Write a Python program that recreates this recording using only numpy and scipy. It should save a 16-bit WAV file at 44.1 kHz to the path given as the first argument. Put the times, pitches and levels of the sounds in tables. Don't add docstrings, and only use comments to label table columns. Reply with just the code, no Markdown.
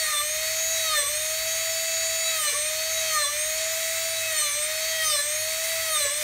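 import sys
import numpy as np
from scipy import signal
from scipy.fft import rfft, irfft
from scipy.io import wavfile
from scipy.ndimage import uniform_filter1d, map_coordinates

SR = 44100
rng = np.random.default_rng(int(sys.argv[2]) if len(sys.argv) > 2 else 0)


def wav_out(sig):
    wavfile.write(sys.argv[1], SR, np.round(np.clip(np.atleast_2d(sig).T, -1, 1) * 32767).astype(np.int16))


def ratio_of_db(decibels):
    return 10 ** (np.asarray(decibels, float) / 20)


N = 274743
TIME = np.arange(N) / SR


def unit(x):
    return x / np.sqrt(np.mean(x ** 2) + 1e-20)


def curves(rows):
    start_s, *columns = np.transpose(rows)
    return [np.interp(TIME, start_s, column) for column in columns]


def wobble(rate):
    knots = rng.standard_normal(int(N * 60 / SR) + 4)
    return map_coordinates(knots, [TIME * rate], order=2)


def bump(centre_s, half_s):
    return np.exp(-((TIME - centre_s) / half_s) ** 2)


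def slope(points):
    hz_points, level_db = np.transpose(points)
    return lambda hz: ratio_of_db(np.interp(np.log(hz), np.log(hz_points), level_db, left=-120, right=-120))


def noise(gain, patchy_db=0):
    z = signal.stft(rng.standard_normal(N), nperseg=512)[2]
    field = uniform_filter1d(rng.standard_normal(z.shape), size=5, axis=0)
    field = uniform_filter1d(field, size=10, axis=1)
    x = signal.istft(z * ratio_of_db(patchy_db * unit(field)), nperseg=512)[1][:N]
    hz = np.fft.rfftfreq(N, 1 / SR) + 1
    return unit(irfft(rfft(x, N) * gain(hz), N))


def tone(turns, order, db, fade_db, rate, blur):
    angle = 2 * np.pi * (order * turns + rng.random()) + blur * wobble(rate)
    return np.sqrt(2) * ratio_of_db(db + fade_db * wobble(rate)) * np.sin(angle)


def family(turns, load, orders, levels):
    out = 0
    for order, (idle_db, loaded_db) in zip(orders, levels):
        level_db = idle_db + (loaded_db - idle_db) * load
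        out = out + tone(turns, order, level_db, fade_db=3, rate=14, blur=0.48)
    return out


# start_s [s], shaft_hz [turns/s], commutator_db (14th order) [dB], slot_db (7th order) [dB],
# bearing_db [dB], hiss_db [dB], fizz_db [dB]
MOTOR_COURSE = [(0.0, 642, -40.9, -31, -38.2, -30.5, -42.8), (0.12, 604, -30, -41, -41.4, -31.5, -43),
                (0.19, 588, -29.5, -37.1, -46, -34.5, -43), (0.314, 616.5, -33.8, -44, -31.5, -33.5, -45.0),
                (0.429, 634, -44.7, -34.9, -39, -31.3, -43), (0.668, 647.4, -59, -39.5, -30.5, -33, -44),
                (0.773, 649, -39.5, -41, -36, -31.0, -43.8), (0.873, 637.1, -42.2, -32.5, -42, -32.5, -42),
                (0.928, 617, -34, -31.5, -39, -33, -46), (0.988, 588.3, -31, -34, -43.7, -30.5, -41),
                (1.038, 580, -30, -39, -42, -33.1, -45.8), (1.197, 620.1, -34.5, -42, -34, -33, -44.5),
                (1.392, 642, -44.3, -37, -37.4, -32.5, -43.5), (1.556, 648.3, -44.5, -39, -35, -32, -45),
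                (1.866, 651.5, -50, -36.5, -33.5, -32.5, -46.5),
                (2.305, 650, -39.5, -36.5, -31.7, -31.5, -46), (2.35, 642, -51, -36, -36, -32, -42),
                (2.405, 619, -28, -45.0, -35.2, -33.5, -41.7), (2.444, 602, -30, -44.0, -47, -32, -43.2),
                (2.484, 587.5, -30.8, -30, -33, -32, -42), (2.519, 581.4, -35.5, -44.6, -40, -32.5, -45.9),
                (2.679, 619.8, -33.4, -42, -39, -32.5, -47), (2.799, 634.9, -54, -34, -41, -32, -44.6),
                (2.878, 641.6, -53, -36.7, -40, -31.5, -48), (2.968, 644, -40, -38.9, -33, -31.5, -46),
                (3.073, 641, -50, -36, -44, -30.5, -44.9), (3.153, 617.9, -33, -35, -34, -32, -42),
                (3.228, 587, -30.7, -29, -46.1, -30.5, -46), (3.273, 577.5, -30, -34.5, -52, -34, -46.8),
                (3.422, 616.6, -33.5, -51, -33, -33, -46.2), (3.547, 634, -42, -37, -36, -33.5, -43.1),
                (3.602, 639.6, -41, -37.9, -37, -31, -47), (3.712, 646, -47.3, -40, -34, -32, -46),
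                (3.737, 647.6, -45, -43.0, -38.5, -32, -43),
                (4.076, 652.3, -43, -37.5, -37.4, -31.7, -44.8), (4.29, 643.4, -39, -42.7, -45, -32, -45),
                (4.395, 612.4, -28.5, -34.8, -36, -31, -41.7), (4.47, 585.3, -33, -34.9, -37, -33, -47),
                (4.505, 580.7, -37.2, -47, -34.4, -33.2, -46), (4.555, 587.6, -31.5, -37, -36, -33, -47.2),
                (4.669, 618.3, -30, -48, -56, -32.5, -46.4), (4.739, 629.5, -49, -37, -47.7, -32, -46.0),
                (4.909, 644, -54, -34, -38, -31, -46), (4.974, 640.9, -47, -42.5, -47, -32, -44.8),
                (5.024, 634.8, -40.6, -38.3, -49, -32, -42), (5.108, 608, -28.9, -40, -42.2, -33, -43),
                (5.193, 577, -31.0, -32.3, -42.6, -33, -47), (5.248, 588.5, -29, -49, -44, -33.5, -47.4),
                (5.353, 616, -33.1, -46, -33, -32.3, -45), (5.403, 625.1, -41, -38, -33.9, -33.5, -45),
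                (5.512, 639, -42, -36.5, -39.3, -30.5, -43), (5.552, 640, -55, -39, -43.1, -31.5, -44),
                (5.617, 646, -38, -41.1, -37, -32.5, -44.0), (5.712, 651.5, -41.9, -38, -44, -31, -43),
                (5.822, 648.4, -41.4, -38, -51, -30.5, -42), (5.862, 644, -46.8, -38, -47.3, -31, -43.3),
                (5.937, 624.5, -33, -35, -37, -34, -39), (5.966, 606.5, -27, -45, -38, -30.3, -40.6),
                (6.026, 578.6, -31.5, -28, -39, -33, -42), (6.061, 570, -32, -43, -38, -30, -44.6),
                (6.101, 575.3, -32, -41, -45, -33.5, -50), (6.176, 603.3, -30.8, -42, -46.1, -33.5, -44.7),
                (6.206, 608, -42, -47.0, -51, -32, -44.1), (6.226, 600.5, -49.3, -48.3, -50.2, -30, -43.7)]


def shaft():
    idle_hz, loaded_hz = 645, 590
    speed = uniform_filter1d(curves(MOTOR_COURSE)[0], size=SR // 40)
    lost_hz = idle_hz - speed
    braking = lost_hz / 0.19 - np.gradient(speed) * SR
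    pressure = uniform_filter1d(np.clip(braking / 600, 0, 1), size=SR // 30)
    load = np.clip(lost_hz / (idle_hz - loaded_hz), 0, 1)
    return np.cumsum(speed) / SR, load, pressure


WEAK_ORDERS = [11, 12, 13, 16, 17, 18, 19, 20, 21, 22, 23, 24, 25, 26]
# idle_db [dB], loaded_db [dB]
WEAK_LEVELS = [(-53, -44), (-49, -51), (-52, -57), (-60, -53), (-59, -61), (-63, -62), (-66, -61),
               (-49.5, -58), (-57, -51), (-50, -57), (-57, -60), (-58, -61), (-62, -62), (-64, -60)]


def motor(turns, load):
    commutator_db, slot_db = curves(MOTOR_COURSE)[1:3]
    out = tone(turns, order=14, db=commutator_db, fade_db=2.5, rate=25, blur=0.49)
    out += tone(turns, order=7, db=slot_db, fade_db=1.0, rate=22, blur=0.45)
    return out + family(turns, load, WEAK_ORDERS, WEAK_LEVELS)


MIDDLE_ORDERS = np.array([3, 4, 5, 6, 8, 9, 10, 15, 16.075, 22.39])
FREE_LEVELS = [-44.5, -43, -48, -44, -51.5, -49.5, -43.5, -54, -49, -56]
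# centre_s [s], order [multiples of shaft speed], level_db [dB], half_s [s]
SWELLS = [(0.06, 16.075, -48, 0.022), (0.07, 3, -40, 0.11), (0.165, 16.075, -39.9, 0.033),
          (0.168, 6, -34.5, 0.042), (0.17, 15, -43.9, 0.025), (0.21, 22.39, -41.6, 0.07),
          (0.693, 10, -35.5, 0.2), (0.783, 9, -40, 0.07), (0.886, 6, -36, 0.15), (0.918, 5, -38, 0.038),
          (0.933, 8, -37, 0.019), (0.975, 3, -32.8, 0.031), (0.978, 22.39, -44.9, 0.025),
          (1.083, 16.075, -49, 0.22), (1.106, 22.39, -41.7, 0.04), (1.551, 10, -38, 0.089),
          (1.99, 10, -46, 0.16), (2.285, 6, -33, 0.044), (2.3, 4, -43, 0.029), (2.405, 3, -44, 0.093),
          (2.425, 5, -43.5, 0.11), (2.434, 6, -42, 0.091), (2.444, 16.075, -45.0, 0.025),
          (2.509, 4, -42, 0.04), (2.563, 16.075, -34, 0.032), (2.628, 15, -55.0, 0.2),
          (2.992, 6, -35, 0.04), (3.013, 10, -38, 0.23), (3.043, 9, -46, 0.08), (3.103, 5, -40, 0.043),
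          (3.208, 3, -37.5, 0.081), (3.213, 15, -39.7, 0.015), (3.233, 6, -34, 0.033),
          (4.183, 6, -38.8, 0.045), (4.253, 4, -33, 0.04), (4.319, 3, -40, 0.097), (4.402, 5, -47, 0.07),
          (4.414, 10, -35.9, 0.015), (4.45, 6, -40.5, 0.08), (4.455, 15, -42.0, 0.025),
          (4.48, 16.075, -35, 0.056), (4.499, 4, -39, 0.046), (4.906, 10, -38.4, 0.083),
          (4.998, 3, -32, 0.063), (5.02, 5, -39.5, 0.11), (5.083, 8, -35, 0.068), (5.083, 10, -32, 0.044),
          (5.087, 15, -38, 0.07), (5.105, 6, -40.9, 0.1), (5.119, 9, -33.5, 0.062), (5.205, 3, -37, 0.027),
          (5.414, 16.075, -43, 0.04), (5.421, 15, -53.1, 0.2), (5.916, 15, -48.0, 0.04),
          (5.943, 5, -46, 0.12), (5.951, 3, -43, 0.22), (5.99, 6, -34, 0.045), (6.039, 16.075, -42, 0.16)]


def overtones(turns, pressure):
    size = ratio_of_db(FREE_LEVELS)[:, None] * np.ones(N)
    for centre_s, order, level_db, half_s in SWELLS:
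        nearest = np.abs(np.subtract(MIDDLE_ORDERS, order)).argmin()
        size[nearest] += ratio_of_db(level_db) * bump(centre_s, half_s)
    fade_db = 1.95 + 1.47 * pressure
    return sum(a * tone(turns, order, db=-0.5, fade_db=fade_db, rate=35, blur=0.39)
               for order, a in zip(MIDDLE_ORDERS, size))


# start_s [s], unbalance_db (1st order) [dB], bite_db (2nd order, beating the wood) [dB]
BURR_COURSE = [(0.0, -41.6, -47), (0.025, -35.1, -46.6), (0.06, -48, -47), (0.085, -42, -33.5),
               (0.115, -54, -35), (0.145, -39, -35.9), (0.185, -49, -35.8), (0.21, -42, -30),
               (0.249, -38, -52.5), (0.808, -37, -51), (0.943, -40, -27.5), (0.968, -42, -42.5),
               (0.988, -31, -35), (1.018, -42, -45.8), (1.033, -36, -38.1), (1.073, -52, -38.1),
               (1.098, -37.5, -51), (2.22, -36.6, -52), (2.38, -39.0, -41), (2.4, -48, -42),
               (2.42, -39, -35.0), (2.439, -53, -32.7), (2.459, -49, -33), (2.484, -35.5, -50.0),
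               (2.499, -38, -38), (2.519, -52, -53), (2.554, -40, -35.5), (2.594, -38, -50.5),
               (3.073, -35.9, -49.5), (3.178, -42.5, -25), (3.223, -33, -40), (3.248, -47, -33),
               (3.268, -35, -42), (3.293, -49, -34), (3.342, -38.5, -53), (3.582, -35.7, -51),
               (4.27, -37.5, -50), (4.295, -40, -43.5), (4.325, -34.2, -48.1), (4.37, -45, -40.0),
               (4.395, -40, -53), (4.425, -46, -33.5), (4.47, -40, -42.5), (4.525, -51, -44),
               (4.58, -37.5, -47.6), (5.014, -36.7, -51.5), (5.039, -40.8, -38), (5.103, -45, -30),
               (5.128, -36.2, -48.0), (5.143, -33.5, -37), (5.158, -32, -34), (5.173, -54, -52),
               (5.188, -37.2, -41), (5.203, -35, -47.5), (5.223, -49, -45.7), (5.278, -37.5, -51),
               (5.777, -36.0, -52), (5.847, -39.5, -46.2), (5.912, -34.5, -41), (5.971, -43.5, -31),
               (5.996, -39, -48.5), (6.011, -30.5, -39), (6.031, -46, -38), (6.056, -28.5, -44),
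               (6.096, -48, -39), (6.126, -34, -50), (6.146, -43.5, -53), (6.226, -36.5, -49)]
# centre_s [s], level_db [dB], lost_hz [turns/s], half_s [s]
SNAGS = [(0.052, -54, 90, .01), (1.032, -42, 90, .012), (1.071, -42, 80, 0.0097), (2.498, -45, 70, 0.0077),
         (2.534, -36.5, 119.2, 0.0131), (2.588, -45, 111, 0.0123), (3.248, -48, 80, .01),
         (5.168, -49, 90, .008), (6.064, -37, 90.1, 0.011), (6.097, -49, 100.4, 0.0083)]


def burr(turns, pressure):
    unbalance_db, bite_db = curves(BURR_COURSE)
    lost_turns, snag = 0, 0
    for centre_s, level_db, lost_hz, half_s in SNAGS:
        lost_turns = lost_turns + lost_hz * bump(centre_s, 1.5 * half_s)
        snag = snag + ratio_of_db(level_db) * bump(centre_s, half_s)
    lag = np.cumsum(lost_turns) / SR
    fade_db = -1.05 + 1.8 * pressure
    out = tone(turns, order=1, db=unbalance_db, fade_db=fade_db, rate=49, blur=0.05 + 0.4 * pressure)
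    out += tone(turns - 0.3 * lag, order=2, db=bite_db, fade_db=2.3, rate=45, blur=0.6)
    return out + snag * tone(turns - lag, order=1, db=-6, fade_db=1.0, rate=30, blur=0.1)


# pitch_hz [Hz], level_db [dB per Hz]
CHIP_SPECTRUM = [(1500, -12), (4000, -5), (9000, 2), (10300, -13), (13500, -4), (15500, -6)]


def chips(turns, pressure):
    gate = unit(np.exp(2.9 * np.cos(2 * np.pi * turns)))
    return ratio_of_db(-36 + 2.5 * wobble(25)) * pressure * gate * noise(slope(CHIP_SPECTRUM))


BEARING_ORDERS = [5.08, 5.91, 6.32, 9.405, 9.58, 10.165, 10.4, 11.405, 12.41, 12.58, 13.74, 16.485, 16.9,
                  17.31, 18.12, 18.675, 19.2, 20.57, 21.16, 21.57, 22.81]
# idle_db [dB], loaded_db [dB]
BEARING_LEVELS = [(-55, -55), (-47, -49.5), (-60, -67), (-49, -63), (-61, -59), (-59, -45), (-64, -60),
                  (-46, -51.5), (-58.5, -62), (-55.5, -62), (-67, -67), (-70, -63), (-50, -55), (-54, -63),
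                  (-55, -69), (-61, -69), (-59, -65), (-63, -62), (-55, -56), (-51, -55), (-52, -58)]


def bearings(turns, load):
    out = tone(turns, order=10.58, db=curves(MOTOR_COURSE)[3], fade_db=1.0, rate=23, blur=0.5)
    return out + family(turns, load, BEARING_ORDERS, BEARING_LEVELS)


# pitch_hz [Hz], level_db [dB per Hz]
HISS_SPECTRUM = [(450, -32), (900, -17.5), (1550, -10.5), (2100, 0), (2900, -10.5), (4000, -4.5),
                 (4800, -12), (5500, -7), (6600, -5), (7500, -9), (8600, -5), (9200, -8), (9800, -19),
                 (11000, -40)]
# pitch_hz [Hz], level_db [dB per Hz]
FIZZ_SPECTRUM = [(7000, -42), (9300, -3), (10400, -3.5), (11000, -0.5), (12000, -2), (14000, 2),
                 (16000, -4)]


def fan(turns):
    hiss_db, fizz_db = curves(MOTOR_COURSE)[4:]
    pulse = 1 + 0.19 * np.cos(2 * np.pi * turns)
    hiss = ratio_of_db(hiss_db + 0.53 + 0.37 * wobble(9)) * noise(slope(HISS_SPECTRUM), patchy_db=0.7)
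    fizz = ratio_of_db(fizz_db + 5.0 + 0.37 * wobble(9)) * noise(slope(FIZZ_SPECTRUM), patchy_db=1.0)
    return pulse * hiss + fizz


# pitch_hz [Hz], level_db [dB per Hz]
RUMBLE_SPECTRUM = [(20, -33), (40, -13.5), (70, -5.5), (130, -17), (200, -22.5), (450, -18.5), (900, -42)]
# pitch_hz [Hz], width_hz [Hz], level_db [dB]
EXTRACTOR_HUM = [(54.7, 15, -62.5), (102, 7, -60)]


def workshop():
    out = ratio_of_db(-59.5) * noise(slope(RUMBLE_SPECTRUM))
    for pitch_hz, width_hz, level_db in EXTRACTOR_HUM:
        out += ratio_of_db(level_db) * noise(lambda hz: 1 / (1 + ((hz - pitch_hz) / width_hz * 2) ** 2))
    return out + ratio_of_db(-68.5 + wobble(6)) * np.sin(2 * np.pi * 173 * TIME)


def scene():
    turns, load, pressure = shaft()
    tool = motor(turns, load) + overtones(turns, pressure) + burr(turns, pressure)
    tool += chips(turns, pressure) + bearings(turns, load) + fan(turns)
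    mono = tool + workshop()
    return np.array([mono, mono])


def band_limit(x):
    return signal.sosfilt(signal.butter(12, 16050, fs=SR, output="sos"), x)


# start_s [s], low_hz [Hz], high_hz [Hz]
NOISE_BANDS = [(0.322, 12403, 13781), (0.322, 14470, 15848), (0.415, 14470, 15848), (0.903, 10249, 12403),
               (1.553, 6890, 8354), (1.553, 14470, 15848), (1.601, 11025, 12403), (1.715, 8871, 10335),
               (1.739, 5081, 6287), (2.435, 6201, 7579), (2.482, 8871, 10335), (2.482, 12403, 13867),
               (3.109, 9560, 11025), (3.155, 4651, 5770), (3.248, 13781, 15245), (3.55, 14470, 15848),
               (3.736, 4134, 5770), (3.736, 11025, 12403), (4.13, 7493, 9043), (4.201, 10938, 12489),
               (4.246, 9646, 11111), (4.246, 12316, 13781), (4.386, 5684, 6976), (4.386, 13092, 15934),
               (4.78, 5081, 6373), (4.78, 13695, 15073), (5.454, 11714, 13092), (5.849, 10938, 12403),
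               (5.895, 10335, 11800), (5.965, 4134, 5254), (5.965, 11627, 13178), (5.965, 13781, 15245),
               (6.197, 7493, 9043), (6.198, 13006, 14556)]


def record(dry):
    top_hz = 15730
    out = irfft(rfft(dry) * (np.fft.rfftfreq(N, 1 / SR) < top_hz), N)
    hop, first = 1024, 899
    window = signal.windows.kaiser_bessel_derived(2 * hop, 4 * np.pi)
    phase_steps = np.arange(2 * hop) + 0.5 + hop / 2
    for start_s, low_hz, high_hz in NOISE_BANDS:
        start = first + hop * (round((start_s * SR - first) / hop) - 1)
        low_bin, high_bin = [round(hz * 2 * hop / SR) for hz in (low_hz, min(high_hz, top_hz))]
        bins = np.arange(low_bin, high_bin)
        cosines = np.cos(np.pi / hop * np.outer(bins + 0.5, phase_steps))
        basis = window * cosines * np.sqrt(2 / hop)
        part = out[:, start:start + 2 * hop]
        found = part @ basis.T
        fresh = found.std() * rng.standard_normal(found.shape)
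        part += (fresh - found) @ basis
    return band_limit(out)


dry = scene()
out = record(dry)
wav_out(out)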